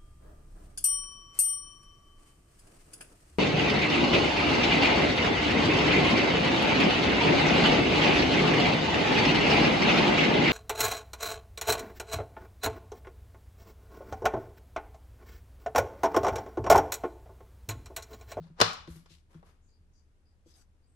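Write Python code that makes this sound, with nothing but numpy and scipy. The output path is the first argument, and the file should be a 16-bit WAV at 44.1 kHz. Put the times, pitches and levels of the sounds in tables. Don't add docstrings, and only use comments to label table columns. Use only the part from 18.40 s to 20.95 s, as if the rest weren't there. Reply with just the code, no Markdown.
import sys
import numpy as np
from scipy import signal
from scipy.fft import rfft, irfft, next_fast_len
from scipy.io import wavfile

SR = 44100
rng = np.random.default_rng(int(sys.argv[2]) if len(sys.argv) > 2 else 0)


def dump_mix(stems):
    frames = np.atleast_2d(stems).T
    limited = np.clip(frames, -1, 1)
    pcm = np.round(limited * 32767).astype(np.int16)
    wavfile.write(sys.argv[1], SR, pcm)


N = 112454
T = np.arange(N) / SR
FFT_SIZE = next_fast_len(N, real=True)
HZ = np.maximum(np.fft.rfftfreq(FFT_SIZE, 1 / SR), 1)
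HALF_S = SR // 2


def amp(db):
    return 10 ** (np.asarray(db) / 20)


def at_hz(points, hz):
    f, v = np.transpose(points)
    return np.interp(np.log(hz), np.log(f), v)


def pan(left_minus_right_db):
    return amp(np.array([[.5], [-.5]]) * left_minus_right_db)


def dying(t, t60_s):
    return (t >= 0) * np.exp(-np.log(1000) * np.maximum(t, 0) / t60_s)


def drift(rate_hz):
    spectrum = rfft(rng.standard_normal(FFT_SIZE))
    motion = irfft(spectrum / (1 + (HZ / rate_hz) ** 2))[:N]
    return motion / motion.std()


# [hz, likeness (0..1)]
LIKENESS = [(150, 0.61), (400, 1), (1200, 0.0027), (4000, .1), (11000, 0.1)]
# [hz, left_minus_right_db]
LEFTWARD = [(100, 1.5), (500, 4), (1200, 4), (2100, 2), (4000, 7), (6700, 8), (9500, 0)]


def noise(colour_db, left_share=1):
    mid, side = rfft(rng.standard_normal((2, FFT_SIZE)))
    alike = np.clip(at_hz(LIKENESS, HZ), -.99, .99)
    both = np.sqrt(1 + alike) * mid + np.sqrt(1 - alike) * side * [[1], [-1]]
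    lean = pan(left_share * at_hz(LEFTWARD, HZ))
    coloured = irfft(both * amp(colour_db) * lean)[:, :N]
    return coloured / coloured.std()


def tilted(points, tilt_db_per_octave):
    tilt_db = tilt_db_per_octave * np.log2(np.maximum(HZ, 700) / 2000)
    bass_loss_db = 10 * np.log10(1 + (150 / HZ) ** 4)
    return at_hz(points, HZ) + tilt_db - bass_loss_db


SWELL_CYCLES = .6


def ring(t, hz, t60_s):
    swell = 1 - np.exp(-np.maximum(t, 0) * hz / SWELL_CYCLES)
    return np.sin(2 * np.pi * hz * t) * dying(t, t60_s) * swell * pan(at_hz(LEFTWARD, hz))


def peak(hz, width_hz):
    return 1 / (1 + (2 * (HZ - hz) / width_hz) ** 2)


STROKE_ATTACK_S, FRICTION_ROUGH, ROUGH_HZ = 0.028, 0.18, 98


def stroke(start_s, length_s, t60_s):
    swell = np.clip((T - start_s) / STROKE_ATTACK_S, 0, 1)
    fall = dying(np.maximum(T - start_s - length_s, 0), t60_s)
    return swell * fall * np.exp(FRICTION_ROUGH * drift(ROUGH_HZ))


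# [pitch_hz, level_db]
HUM = [(27.5, -66.5), (75.4, -69.5)]
HUM_WAVER = .3
HUM_LEVEL_RATE_HZ = 4.5
# [hz, db_per_hz]
AIR = [(25, -12.5), (48, -10), (80, -4.5), (125, -18), (350, -27), (700, -34.5), (1560, -38), (4000, -46),
       (9000, -48.5), (12500, -55.5)]
AIR_DB, AIR_LEFT_SHARE = -65.5, .3


def room_tone():
    out = amp(AIR_DB) * noise(at_hz(AIR, HZ), AIR_LEFT_SHARE)
    for hz, level_db in HUM:
        tone = np.sqrt(2) * np.sin(2 * np.pi * hz * T + HUM_WAVER * drift(hz / 10))
        level = amp(level_db) * (1 + HUM_WAVER * drift(HUM_LEVEL_RATE_HZ))
        out = out + tone * level * pan(at_hz(LEFTWARD, hz))
    return out


# [start_s, length_s, level_db, tilt_db_per_octave]
RUBS = [(0.0, 0.07, -65.5, -4), (0.476, 0.096, -60, 3), (0.886, 0.087, -69, -1.5), (1.037, 0.061, -66, -1)]
# [hz, db_per_hz]
RUB = [(200, 3.5), (1300, -0.5), (4300, -9), (7500, -11), (11000, -10.5), (13000, -12.5)]
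RUB_T60_S = 0.25


def rubs():
    out = 0
    for start_s, length_s, level_db, tilt_db in RUBS:
        hiss = noise(tilted(RUB, tilt_db))
        out = out + amp(level_db) * stroke(start_s, length_s, RUB_T60_S) * hiss
    return out


# [start_s, length_s, level_db, centre_hz, width_octaves]
SWISHES = [(0.0, 0.041, -71, 4100, 0.3), (0.682, 0.056, -61.5, 3480, 0.89),
           (1.212, 0.073, -78.5, 6840, 0.15), (1.272, .075, -76.5, 4720, 0.06),
           (1.518, 0.075, -78, 6050, 0.19), (1.533, 0.071, -78.5, 4780, .04),
           (1.846, 0.038, -77.5, 4860, 0.054), (2.417, 0.016, -79.5, 4770, .035),
           (2.458, .07, -80.5, 8300, .09)]
SWISH_T60_S = .26


def swishes():
    out = 0
    for start_s, length_s, level_db, centre_hz, octaves in SWISHES:
        colour_db = -20 * np.log10(1 + (np.log2(HZ / centre_hz) / octaves) ** 2)
        out = out + amp(level_db) * stroke(start_s, length_s, SWISH_T60_S) * noise(colour_db)
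    return out


# [start_s, level_db, most_excited_pitch_hz]
BUMPS = [(0.001, -36, 126), (0.05, -50, 163), (0.102, -42.5, 158.6), (0.395, -42, 65.4),
         (0.479, -33.5, 291), (0.502, -30.5, 70.7), (0.558, -42, 196), (0.706, -52, 270),
         (0.95, -40.5, 206), (0.976, -41, 65), (1.402, -43.5, 60), (1.50, -53, 62), (2.061, -46, 429)]
# [pitch_hz, level_db, t60_s]
BASE = [(72, -2, .12), (165, 2, .13), (250, -6, .07), (325, -1, .05), (480, -10, .06)]
BUMP_FALL_DB = 9


def bumps():
    out = np.zeros((2, N + SR))
    t = T[:HALF_S]
    for start_s, level_db, push_hz in BUMPS:
        start = max(int(start_s * SR), 0)
        for hz, mode_db, t60_s in BASE:
            loss_db = BUMP_FALL_DB * np.log2(hz / push_hz) ** 2
            out[:, start:start + len(t)] += amp(level_db + mode_db - loss_db) * ring(t, hz, t60_s)
    return out[:, :N]


# [hz, level_db, t60_s]
ROOM = [(100.4, -8.5, 0.99), (242, -7, 0.23), (520, -13, 0.47), (1140, -3.5, 0.48), (2156, -3.5, 0.39),
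        (3974, -3.5, .47), (7100, -8, 0.34), (12030, -14.5, 0.35)]
ROOM_ONSET_S = 0.0021


def reverberation(start_s, colour_db, left_share):
    room, t = np.array(ROOM), T - start_s
    spectrum = rfft(noise(colour_db, left_share), FFT_SIZE) * amp(at_hz(room[:, :2], HZ))
    tail = 0
    for hz in 100 * 2. ** np.arange(8):
        band = np.clip(1 - abs(np.log2(HZ / hz)), 0, 1)
        t60_s = at_hz(room[:, ::2], hz)
        unit_energy = np.sqrt(2 * np.log(1000) / (t60_s * SR))
        tail = tail + irfft(spectrum * band)[:, :N] * dying(t, t60_s) * unit_energy
    return tail * (1 - np.exp(-np.maximum(t, 0) / ROOM_ONSET_S))


def kitchen(x):
    return signal.fftconvolve(x, reverberation(0, 0 * HZ, 0)[:, :SR], axes=1)[:, :N]


# [start_s, ring_db, crack_db, crack_tilt_db_per_octave]
SNAPS = [(0.2028, -17, -17.5, -3), (0.2069, -11.5, -26.5, -0.5), (0.2126, 3, -12, -4),
         (0.2141, -10, -9.5, -0.5), (0.2180, -2, -12, -6.5), (0.2208, -11.5, -14.5, -6)]
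# [hz, db_per_hz]
CRACK = [(250, -8.5), (700, -4.5), (1250, 2), (2100, -6.5), (3000, -6), (4900, -4.5), (6300, -8),
         (8500, -17), (11000, -21.5), (13000, -20.5)]
SLIDE_DB, SLIDE_TILT_DB_PER_OCTAVE = -37, -5.0
SLIDE_SWELL_S = 0.061


def scrape():
    swell = dying(SNAPS[0][0] - T, SLIDE_SWELL_S)
    return noise(tilted(CRACK, SLIDE_TILT_DB_PER_OCTAVE)) * amp(SLIDE_DB) * swell


# [pitch_hz, level_db, t60_s]
BOWL = [(365, -22, 0.031), (473.5, -24, 0.16), (638.6, -30, 0.12), (740, -31.5, .08), (884, -31, 0.11),
        (1014, -25, .06), (1188, -15.5, 0.033), (1341, -27, 0.089), (3030, -24, .03), (4150, -23.5, 0.066),
        (4686, -26.5, 0.027), (5480, -30, 0.054)]
BOWL_LAG_S = 0.00042
CRACK_T60_S = .022
WOBBLE_SHARE, WOBBLE_HZ = .015, 140
STRENGTH_SPREAD_DB = 1


def snaps():
    out = np.zeros((2, N))
    t = T[:HALF_S] - np.array([[0], [BOWL_LAG_S]])
    modes = []
    for hz, level_db, t60_s in BOWL:
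        wobble_s = WOBBLE_SHARE * np.cumsum(drift(WOBBLE_HZ)[:HALF_S]) / SR
        modes.append(amp(level_db) * ring(t + wobble_s, hz, t60_s))
    signs = (-1) ** np.arange(len(BOWL))
    for start_s, ring_db, crack_db, tilt_db in SNAPS:
        strengths = amp(rng.normal(0, STRENGTH_SPREAD_DB, len(BOWL))) * signs
        start = int(start_s * SR)
        out[:, start:start + HALF_S] += amp(ring_db) * np.tensordot(strengths, np.array(modes), axes=1)
        out += amp(crack_db) * noise(tilted(CRACK, tilt_db)) * dying(T - start_s, CRACK_T60_S)
    return out


# [pitch_hz, level_db, t60_s]
THUD = [(104, -25, 0.17), (166.85, -36, 0.33), (250.7, -42, 0.04)]
THUD_AT_S = .208


def thud():
    return sum(amp(level_db) * ring(T - THUD_AT_S, hz, t60_s) for hz, level_db, t60_s in THUD)


LID_LOW_CUT_HZ = 60


def lid():
    low_cut = signal.butter(2, LID_LOW_CUT_HZ, "high", fs=SR, output="sos")
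    return signal.sosfilt(low_cut, scrape() + snaps() + thud())


WASH_DB, WASH_TILT_DB_PER_OCTAVE, WASH_LEFT_SHARE = 7.5, 0.5, .5


def wash():
    start_s = max(SNAPS, key=lambda row: row[2])[0]
    colour_db = tilted(CRACK, WASH_TILT_DB_PER_OCTAVE)
    return amp(WASH_DB) * reverberation(start_s, colour_db, WASH_LEFT_SHARE)


# [start_s, level_db, tilt_db_per_octave]
TICKS = [(0.331, -41, 2), (0.475, -52, -2), (0.659, -55, -2.5), (0.944, -60, -4), (1.029, -53, -12)]
TICK_T60_S = 0.06


def ticks():
    out = 0
    for start_s, level_db, tilt_db in TICKS:
        out = out + amp(level_db) * noise(tilted(CRACK, tilt_db)) * dying(T - start_s, TICK_T60_S)
    return out


# [start_s, length_s, level_db, button_hz, panel_stretch (ratio)]
DRAGS = [(2.05, 0.062, -69, 3320, 0.95), (2.088, 0.075, -68, 5040, 0.77), (2.139, 0.046, -66.5, 755, 1.3),
         (2.169, 0.046, -66, 1480, 0.953)]
# [centre_hz, width_hz, lift_db]
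PANEL = [(4880, 430, 11.5), (6320, 1200, 12.5), (8230, 370, 13)]
DRAG_T60_S, DRAG_TILT_DB_PER_OCTAVE = 0.14, 2
BUTTON_WIDTH_HZ, BUTTON_LIFT_DB = 240, 12.5


def fingertip():
    out = 0
    for start_s, length_s, level_db, button_hz, stretch in DRAGS:
        colour_db = tilted(RUB, DRAG_TILT_DB_PER_OCTAVE)
        colour_db = colour_db + BUTTON_LIFT_DB * peak(button_hz, BUTTON_WIDTH_HZ)
        for hz, width_hz, lift_db in PANEL:
            colour_db = colour_db + lift_db * peak(hz * stretch, width_hz)
        out = out + amp(level_db) * stroke(start_s, length_s, DRAG_T60_S) * noise(colour_db)
    return out


LID_ROOM_DB = -3.5


def scene():
    snap = lid()
    handling = rubs() + bumps() + ticks()
    room = kitchen(amp(LID_ROOM_DB) * snap + handling) + wash()
    return room_tone() + handling + swishes() + snap + room + fingertip()


OVERLOAD = 1
CUTOFF_HZ = 12629


def record(dry):
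    rounded = OVERLOAD * np.tanh(dry / OVERLOAD)
    top_cut = signal.ellip(10, .3, 70, CUTOFF_HZ, fs=SR, output="sos")
    return signal.sosfilt(top_cut, rounded)


dry = scene()
out = record(dry)
dump_mix(out)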